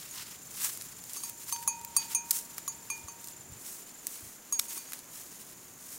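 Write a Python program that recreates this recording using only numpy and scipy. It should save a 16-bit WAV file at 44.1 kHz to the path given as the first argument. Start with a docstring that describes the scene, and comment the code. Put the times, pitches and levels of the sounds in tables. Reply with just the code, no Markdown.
"""A small metal bell clinks on the neck of a buffalo grazing in forest undergrowth a few metres off:
each blow sets off a set of fading sine tones. Stems snap and leaves swish (shaped noise), and hooves thud
(short low tones). A near cricket trills (a pulsed sine) until it stops at about 4 s, while a far one (throbbing
noise) swells late. Behind them lie a far insect chorus, the forest and a soft rumble, all coloured noise."""
import sys
import numpy as np
from scipy import signal
from scipy.fft import rfft, irfft, next_fast_len
from scipy.io import wavfile
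from scipy.ndimage import uniform_filter1d

SR = 44100
rng = np.random.default_rng(int(sys.argv[2]) if len(sys.argv) > 2 else 0)


def waveform_to_disk(signal):
    """Save audio, clipped to [-1, 1], as 16-bit WAV at the path in sys.argv[1]."""
    frames = np.transpose(np.atleast_2d(signal))
    scaled = np.clip(frames, -1, 1) * 32767
    samples = np.round(scaled).astype(np.int16)
    wavfile.write(sys.argv[1], SR, samples)


N = 263718
T = np.arange(N) / SR  # time in s

# Colours of the noises; only the shape counts, loudness is set elsewhere: pitch_hz, relative_db
RUMBLE_COLOUR = [(20, -47), (60, -5), (128, 2), (200, 0.5), (350, -36)]
FOREST_COLOUR = [(100, -8), (240, 3), (380, 0.5), (500, -3.5), (1000, -4.5), (2000, -8), (3500, -15),
                 (8000, -18.5), (15700, -15)]
CHORUS_COLOUR = [(5400, -36), (6000, 0.5), (6500, 3.5), (7000, 8), (7500, -0.5), (8200, -21)]
FAR_CRICKET_COLOUR = [(6500, -25), (6800, -3), (7050, 1), (7350, -5)]
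LARGE_LEAF_COLOUR = [(500, -40), (900, -5.5), (1200, -5.5), (2500, -3), (4000, -2.5), (5500, -1.5),
                     (8000, -31)]
FINE_LEAF_COLOUR = [(2500, -33), (4000, -15.5), (6200, -0.5), (9000, 1), (11000, -0.5), (13000, -1.5),
                    (15700, -2)]
# Left-right difference in the noises, before any extra side gain: pitch_hz, side_minus_mid_db
SIDE_COLOUR = [(60, -25), (250, -16), (700, -15), (2000, -33), (7000, -32), (14000, -22)]
# Loudness of the far rumble before its random drift: time_s, level_db
RUMBLE_LEVEL = [(0.0, -62), (0.56, -64.5), (0.8, -58), (1.13, -64.5), (2.05, -61), (2.4, -67), (2.8, -63.5),
                (3.35, -68), (3.52, -58), (3.7, -80), (4.6, -80), (5.1, -70), (5.65, -64.5), (5.98, -68)]
# Loudness of the far cricket before drift and throb: time_s, level_db
FAR_CRICKET_LEVEL = [(0, -63), (4.6, -63), (5.3, -53), (5.98, -52.5)]
# Hooves and soft knocks: middle_s, level_db, pitch_hz
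THUDS = [(3.05, -45, 86), (3.401, -48, 124), (3.5, -51, 112), (3.525, -45, 91), (3.565, -46.5, 116),
         (4.234, -49, 90), (4.251, -54, 130), (4.271, -50.5, 106), (4.771, -44.5, 325)]
# Leaves brushed, before random flutter: peak_s, fine_leaves_db, large_leaves_db,
# rise_s, fall_s (the time to change by 10 dB)
SWISHES = [(0.05, -45.5, -51.5, 0.26, 0.18), (0.18, -44.5, -48.5, 0.055, 0.16),
           (0.645, -31.5, -42, 0.079, 0.081), (0.81, -45.5, -58, 0.061, 0.12),
           (1.1, -47.5, -57.5, 0.23, 0.12), (1.18, -44, -55, 0.094, 0.084),
           (1.28, -42, -55.5, 0.075, 0.033), (1.5, -41, -51.5, 0.13, 0.16), (2.04, -44.5, -50, 0.13, 0.045),
           (2.124, -39, -47.5, 0.028, 0.043), (2.36, -31.5, -47, 0.051, 0.05),
           (2.6, -51, -58.5, 0.27, 0.51), (3.28, -50, -72, 0.089, 0.043), (3.67, -42.5, -58, 0.065, 0.16),
           (4.14, -44, -57.5, 0.11, 0.15), (4.62, -41.5, -57, 0.047, 0.068),
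           (4.746, -38, -49, 0.074, 0.065), (4.93, -47, -55.5, 0.13, 0.09), (5.15, -45, -58, 0.04, 0.23),
           (5.5, -51, -62, 0.11, 0.044), (5.93, -42, -55.5, 0.085, 0.15)]
# Leaves between brushes, before random flutter: fine_leaves_db, large_leaves_db
LEAVES_REST_DB = (-53.5, -63)
# Stems snapping: start_s, fibre_peak_db, fibre_pitch_hz, break_ms, woody_knock_db (against the fibres)
SNAPS = [(0.646, -20, 6190, 0.69, -12), (0.774, -24.5, 8000, 0.93, -16), (0.811, -31, 5000, 3, -10.5),
         (0.8208, -26, 8500, 1, -26), (1.0386, -32, 7200, 2, -17), (1.0965, -29, 6000, .4, -25),
         (1.102, -39, 8000, .6, -20), (1.134, -22.5, 9630, 1.5, -30), (1.1642, -26, 6400, 1, -13),
         (1.2954, -22.5, 10000, 3.4, -27), (1.4927, -27, 9400, 0.58, -12), (1.4985, -27, 8760, 0.36, -21),
         (1.562, -32, 4500, 1.3, -7), (1.627, -29, 9000, 3.2, -11), (1.8137, -30, 7110, .4, -15),
         (1.8482, -20.5, 8950, 1.5, -22), (2.308, -8, 8100, 6.4, -28), (2.5808, -22, 8250, 3.1, -13),
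         (3.2423, -28.5, 8550, 3.2, -29), (3.2727, -29, 10000, 1.5, -25), (3.2847, -30.5, 7300, 2.3, -27),
         (4.069, -12, 8300, 0.85, -22.5), (4.5927, -8.5, 9100, 0.7, -21), (4.5952, -9.5, 6540, 1.67, -17.5),
         (4.9207, -28, 7640, 2.1, -6.5), (4.9333, -19.5, 9100, 1.2, -13), (4.9912, -31.5, 6730, 1.2, -19)]
# Band of the woody knock: low_hz, high_hz
SNAP_BODY_HZ = (920, 2660)
# Clapper blows: start_s, strength_db, hardness_db_per_octave, place_on_rim_deg, side_facing_listener_deg,
# mouth_knock_db, then lean_900_db, lean_2450_db, lean_6450_db: how far the upper twin near
# that pitch is raised and the lower twin cut
BLOWS = [(0.11, -48.5, -2.5, 130, 156, -64, 0, -5, 27), (1.168, -39.5, 0.5, 12, 45, -41, -6, -2, 4),
         (1.235, -34, -6.5, 19, 164, -39, -3, 12.5, 3), (1.524, -28, -1.5, 20, 43.2, -31, 1, 10, -16),
         (1.676, -26.5, -2, 48, 123.7, -28.5, -2.5, 6.5, -1),
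         (1.965, -21, -1.5, 18, 68, -29.5, -6, 26, 11.5), (2.148, -27, -3, 30.7, 174, -43, 5, 5, -1.5),
         (2.678, -27.5, -5.5, 78, 130, -30.5, -1, -1, 3),
         (2.901, -33.5, -3.5, 90.4, 112.7, -35.5, -4, -8, -1),
         (3.083, -42.5, -6.5, 52, 84.2, -36.5, 6, 11.5, -16),
         (4.524, -31.5, 1, 81.6, 115, -33.5, 12.5, 7, 2), (4.682, -49, -4.5, 96, 102, -61, 5.5, 8, 26.5),
         (4.775, -41.5, 1, 16.6, 48, -41, -5, -11.5, -5), (4.87, -51.5, -1, 7.4, 17, -54, 0, 5, 20)]
# How each bell mode (one way of ringing) sounds: relative_db, t60_s (time to fade by 60 dB)
BELL_RING = [(-25, 1.1), (-16, 1.37), (-8.5, 0.32), (-20.5, 0.44), (-6, 0.29), (-8.5, 0.23), (11.5, 0.18),
             (6, 0.22), (8, 0.14), (-6.5, 0.099), (1.5, 0.076), (6.5, 0.14), (13, 0.06), (11, 0.064),
             (6.5, 0.072), (-4, 0.072)]
# Shape of the same modes, the lower ones in close twins: pitch_hz, waves_round_rim, antinode_deg
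BELL_WAVES = [(903, 2, 60.0), (935, 2, 67.5), (2418, 3, 127.5), (2495, 3, 142.5), (4572, 4, 30.0),
              (4662, 4, 82.5), (6317, 6, 30.0), (6607, 6, 142.5), (6856, 2, 127.5), (7465, 1, 60.0),
              (8575, 1, 67.5), (8781, 6, 15.0), (9285, 5, 112.5), (10332, 3, 142.5), (10782, 2, 105.0),
              (12130, 1, 60.0)]
# Brief modes heard only in the blow: pitch_hz, relative_db, t60_s
CLANK = [(5880, -9, 0.047), (11810, -1, 0.038), (13800, -23, .04), (15600, -7, .05)]
# Air in the bell: pitch_hz, t60_s
MOUTH = (1125, 0.029)

FOREST_DB, CHORUS_DB = -56, -57  # levels before random drift
EXTRA_SIDE_DB = 18  # gain of the side part, in the chorus and the far cricket
FAR_CHIRPS_PER_S, FAR_CHIRP_S = 24.2, 5.655  # rate, time of one chirp
CHIRPS_PER_S, FIRST_CHIRP_S = 24.165, .45 / 24.165
CRICKET_HZ, CHIRP_S, CHIRP_SAG_HZ = 7260, .0045, 70
CRICKET_DB, CRICKET_PAN_DB = -48, 1.5
CRICKET_STOPS_S, CRICKET_FADE_S = 4.02, 0.019
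SWELL_ROUNDNESS = 1.15  # 1 = pointed peak, 2 = rounded
SNAP_ATTACK_S, SNAP_TAIL_DB, SNAP_TAIL_S = 0.00035, -14.5, .006
TICK_DB, TICK_S, TICK_HZ = 4.5, 0.0019, (2900, 14700)
NEAR_PAN_DB = -.9  # left minus right, for bell and stems
TOP_HZ = 15750


def undb(db):
    """Turn dB into a gain."""
    return 10 ** (np.asarray(db, float) / 20)


def shape(x, points):
    """Colour a sound along its last axis by (pitch_hz, db) points, joined on a log pitch scale."""
    point_hz, db = np.transpose(points)
    n = next_fast_len(N)
    hz = np.arange(n // 2 + 1) * SR / n
    gain = undb(np.interp(np.log(hz + 1), np.log(point_hz), db))
    return irfft(rfft(x, n) * gain, n)[..., :N]


def unit(x):
    """Scale to an rms (average strength) of 1."""
    return x / np.sqrt(np.mean(x ** 2))


def walk(rate):
    """Wander at random: values held for 1 / rate s, then smoothed twice."""
    k = int(SR / rate)
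    steps = np.repeat(rng.standard_normal(N // k + 1), k)
    return uniform_filter1d(uniform_filter1d(steps, k), k)[:N]


def left_right(mid, side, side_db):
    """Make left and right from a shared part and an unrelated side part."""
    side = undb(side_db) * shape(side, SIDE_COLOUR)
    return np.array([mid + side, mid - side])


def hiss(points, grain_db=0., rate=900., side_db=0.):
    """Coloured two-channel noise of rms 1; grain adds a crowd of uneven ticks, `rate` a second on average."""
    tick_sizes = undb(grain_db * np.minimum(rng.exponential(size=N), 5))
    ticks = tick_sizes * (rng.random(N) < rate / SR)
    body = 9.5  # the steady part
    if grain_db > 0:
        body = body + np.sqrt(np.abs(uniform_filter1d(ticks ** 2, size=24)) * SR / rate)
    mid, side = shape(body * rng.standard_normal((2, N)), points)
    return unit(left_right(mid, side, side_db))


def add(out, s, x, pan_db):
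    """Mix in a short sound at time s; a positive pan leans left."""
    i = int(s * SR)
    out[:, i:i + len(x)] += x[:N - i] * undb([[pan_db / 2], [-pan_db / 2]])


def rumble():
    """A soft far rumble: low noise that rises and sinks."""
    level_db = np.interp(T, *np.transpose(RUMBLE_LEVEL)) + 1.8 * walk(13)
    return undb(level_db) * hiss(RUMBLE_COLOUR)


def forest():
    """The forest floor: a wash of noise whose level drifts slowly."""
    return undb(FOREST_DB + 1.1 * walk(2.01)) * hiss(FOREST_COLOUR)


def chorus():
    """Many far insects blend into a narrow-band hiss."""
    return undb(CHORUS_DB + 0.91 * walk(3.1)) * hiss(CHORUS_COLOUR, side_db=EXTRA_SIDE_DB)


def far_cricket():
    """A second cricket far off, blurred to a narrow-band throbbing hiss that swells late."""
    throb = np.cos(np.pi * FAR_CHIRPS_PER_S * (T - FAR_CHIRP_S)) ** 6
    level_db = np.interp(T, *np.transpose(FAR_CRICKET_LEVEL)) + 2.5 * walk(6)
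    return undb(level_db) * throb * hiss(FAR_CRICKET_COLOUR, side_db=EXTRA_SIDE_DB)


def cricket():
    """One short wing stroke per chirp; the pitch peaks just before mid-stroke and then sags."""
    cycle = ((T - FIRST_CHIRP_S) * CHIRPS_PER_S + .5) % 1
    t = (cycle - .5) / CHIRPS_PER_S  # time from the middle of the nearest chirp
    hz = CRICKET_HZ - CHIRP_SAG_HZ * (t / CHIRP_S + 0.28) ** 2
    flutter = undb(1.5 * walk(30) + 2.5 * walk(400))
    stroke = np.exp(-(t / (1.6 * CHIRP_S)) ** 4) * flutter
    stop = np.clip((CRICKET_STOPS_S - T) / CRICKET_FADE_S, 0, 1)
    note = undb(CRICKET_DB) * stroke * stop * np.sin(2 * np.pi * np.cumsum(hz) / SR)
    return note * undb([[CRICKET_PAN_DB / 2], [-CRICKET_PAN_DB / 2]])


def thuds():
    """Hooves on soft ground: each gives about one cycle of a low note."""
    out, t = np.zeros((2, N)), np.arange(-900, 900) / SR
    for s, db, hz in THUDS:
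        swell = np.exp(-(1.23 * hz * t) ** 2)
        add(out, s + t[0], undb(db) * np.sin(2 * np.pi * hz * t + 1.1) * swell, 0)
    return out


def leaves():
    """Brushed leaves: fine bright ticks over a duller swish of large ones; each brush swells, flutters and dies."""
    power = undb(LEAVES_REST_DB)[:, None] ** 2 * np.ones(N)
    for s, fine_db, large_db, rise, fall in SWISHES:
        away = np.maximum((s - T) / rise, (T - s) / fall)  # 1 = the point 10 dB below the peak
        swell = 10 ** -(away ** SWELL_ROUNDNESS)
        power = power + undb([[fine_db], [large_db]]) ** 2 * swell
    flutter = undb(2.06 * walk(60) + 1.54 * walk(250))
    fine, large = np.sqrt(power) * flutter
    bright = fine * hiss(FINE_LEAF_COLOUR, grain_db=2.5, rate=350.)
    dull = large * undb(2.05 * walk(150)) * hiss(LARGE_LEAF_COLOUR, grain_db=3, rate=300.)
    return bright + dull


def snaps():
    """A stem breaks in a burst of fibres over a woody knock; the leaves on it shake a moment longer."""
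    out, t = np.zeros((2, N)), np.arange(2000) / SR
    wood = signal.butter(2, SNAP_BODY_HZ, "bandpass", fs=SR)
    tail = undb(SNAP_TAIL_DB) * np.exp(-t / SNAP_TAIL_S)
    noises = rng.standard_normal((len(SNAPS), 2, 2000))
    for (s, db, hz, ms, knock_db), (fibre_noise, wood_noise) in zip(SNAPS, noises):
        burst = np.exp(-(1000 * t / ms) ** 2) * np.clip(t / SNAP_ATTACK_S, 0, 1)
        band = signal.butter(2, [hz / 1.6, hz * 1.86], "bandpass", fs=SR)
        fibres = signal.lfilter(*band, fibre_noise * (burst + tail))
        knock = signal.lfilter(*wood, wood_noise * np.sqrt(burst))
        snap = fibres / np.abs(fibres).max() + undb(knock_db) * knock / np.abs(knock).max()
        add(out, s, undb(db) * snap, NEAR_PAN_DB)
    return out


def lobe(angle_deg):
    """Motion of a mode at an angle from its antinode (where it swings most); never quite still."""
    return np.sqrt(np.cos(np.radians(angle_deg)) ** 2 + 0.0041)


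def fading_tone(hz, t60, t, phase=0.):
    """A sine that fades by 60 dB in t60 s."""
    return np.sin(2 * np.pi * hz * t + phase) * 1000 ** (-t / t60)


def bell():
    """Each blow wakes the modes by where it lands and which side faces us, and stills the ring before it."""
    out = np.zeros((2, N))
    hz, waves, antinode = np.transpose(BELL_WAVES)[:, :, None]
    db, t60 = np.transpose(BELL_RING)[:, :, None]
    phases = 2 * np.pi * rng.random((len(BLOWS), len(BELL_RING), 1))
    tick_band = signal.butter(2, TICK_HZ, "bandpass", fs=SR)
    ticks = signal.lfilter(*tick_band, rng.standard_normal((len(BLOWS), 512)))
    stops = [row[0] for row in BLOWS[1:]] + [N / SR]
    for blow, stop, phase, tick in zip(BLOWS, stops, phases, ticks):
        s, blow_db, hard, place, facing, knock_db, *lean_db = blow
        t = np.arange(int((stop - s + 0.0018) * SR)) / SR
        # a harder blow favours the modes above 4000 Hz
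        gain = undb(blow_db + db + hard * np.log2(hz / 4000))
        gain *= lobe(waves * place - antinode) * lobe(waves * facing - antinode)
        # rows of the three twin pairs, lower then upper
        gain[[0, 1, 2, 3, 6, 7], 0] *= undb(np.outer(lean_db, [-1, 1]).ravel())
        ring = (gain * fading_tone(hz, t60, t, phase)).sum(axis=0)
        ring += undb(knock_db) * fading_tone(*MOUTH, t)
        for clank_hz, clank_db, clank_t60 in CLANK:
            ring += undb(blow_db + clank_db + 0.7 * hard) * fading_tone(clank_hz, clank_t60, t)
        # harder blows tick louder
        ring[:512] += undb(blow_db + TICK_DB + 0.55 * hard) * tick * np.exp(-t[:512] / TICK_S)
        fade_in = np.clip(t / .001, 0, 1)
        fade_out = np.clip((t[-1] - t) / .002, 0, 1)
        add(out, s, ring * fade_in * fade_out, NEAR_PAN_DB)
    return out


def scene():
    """Insects and forest as a wash, with hooves, leaves, stems and bell close by."""
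    background = rumble() + forest() + chorus() + far_cricket()
    return background + cricket() + thuds() + leaves() + snaps() + bell()


def record(dry):
    """A steep low-pass filter cuts the sound above TOP_HZ."""
    return signal.sosfilt(signal.ellip(10, .2, 70, TOP_HZ, fs=SR, output="sos"), dry)


dry = scene()
out = record(dry)
waveform_to_disk(out)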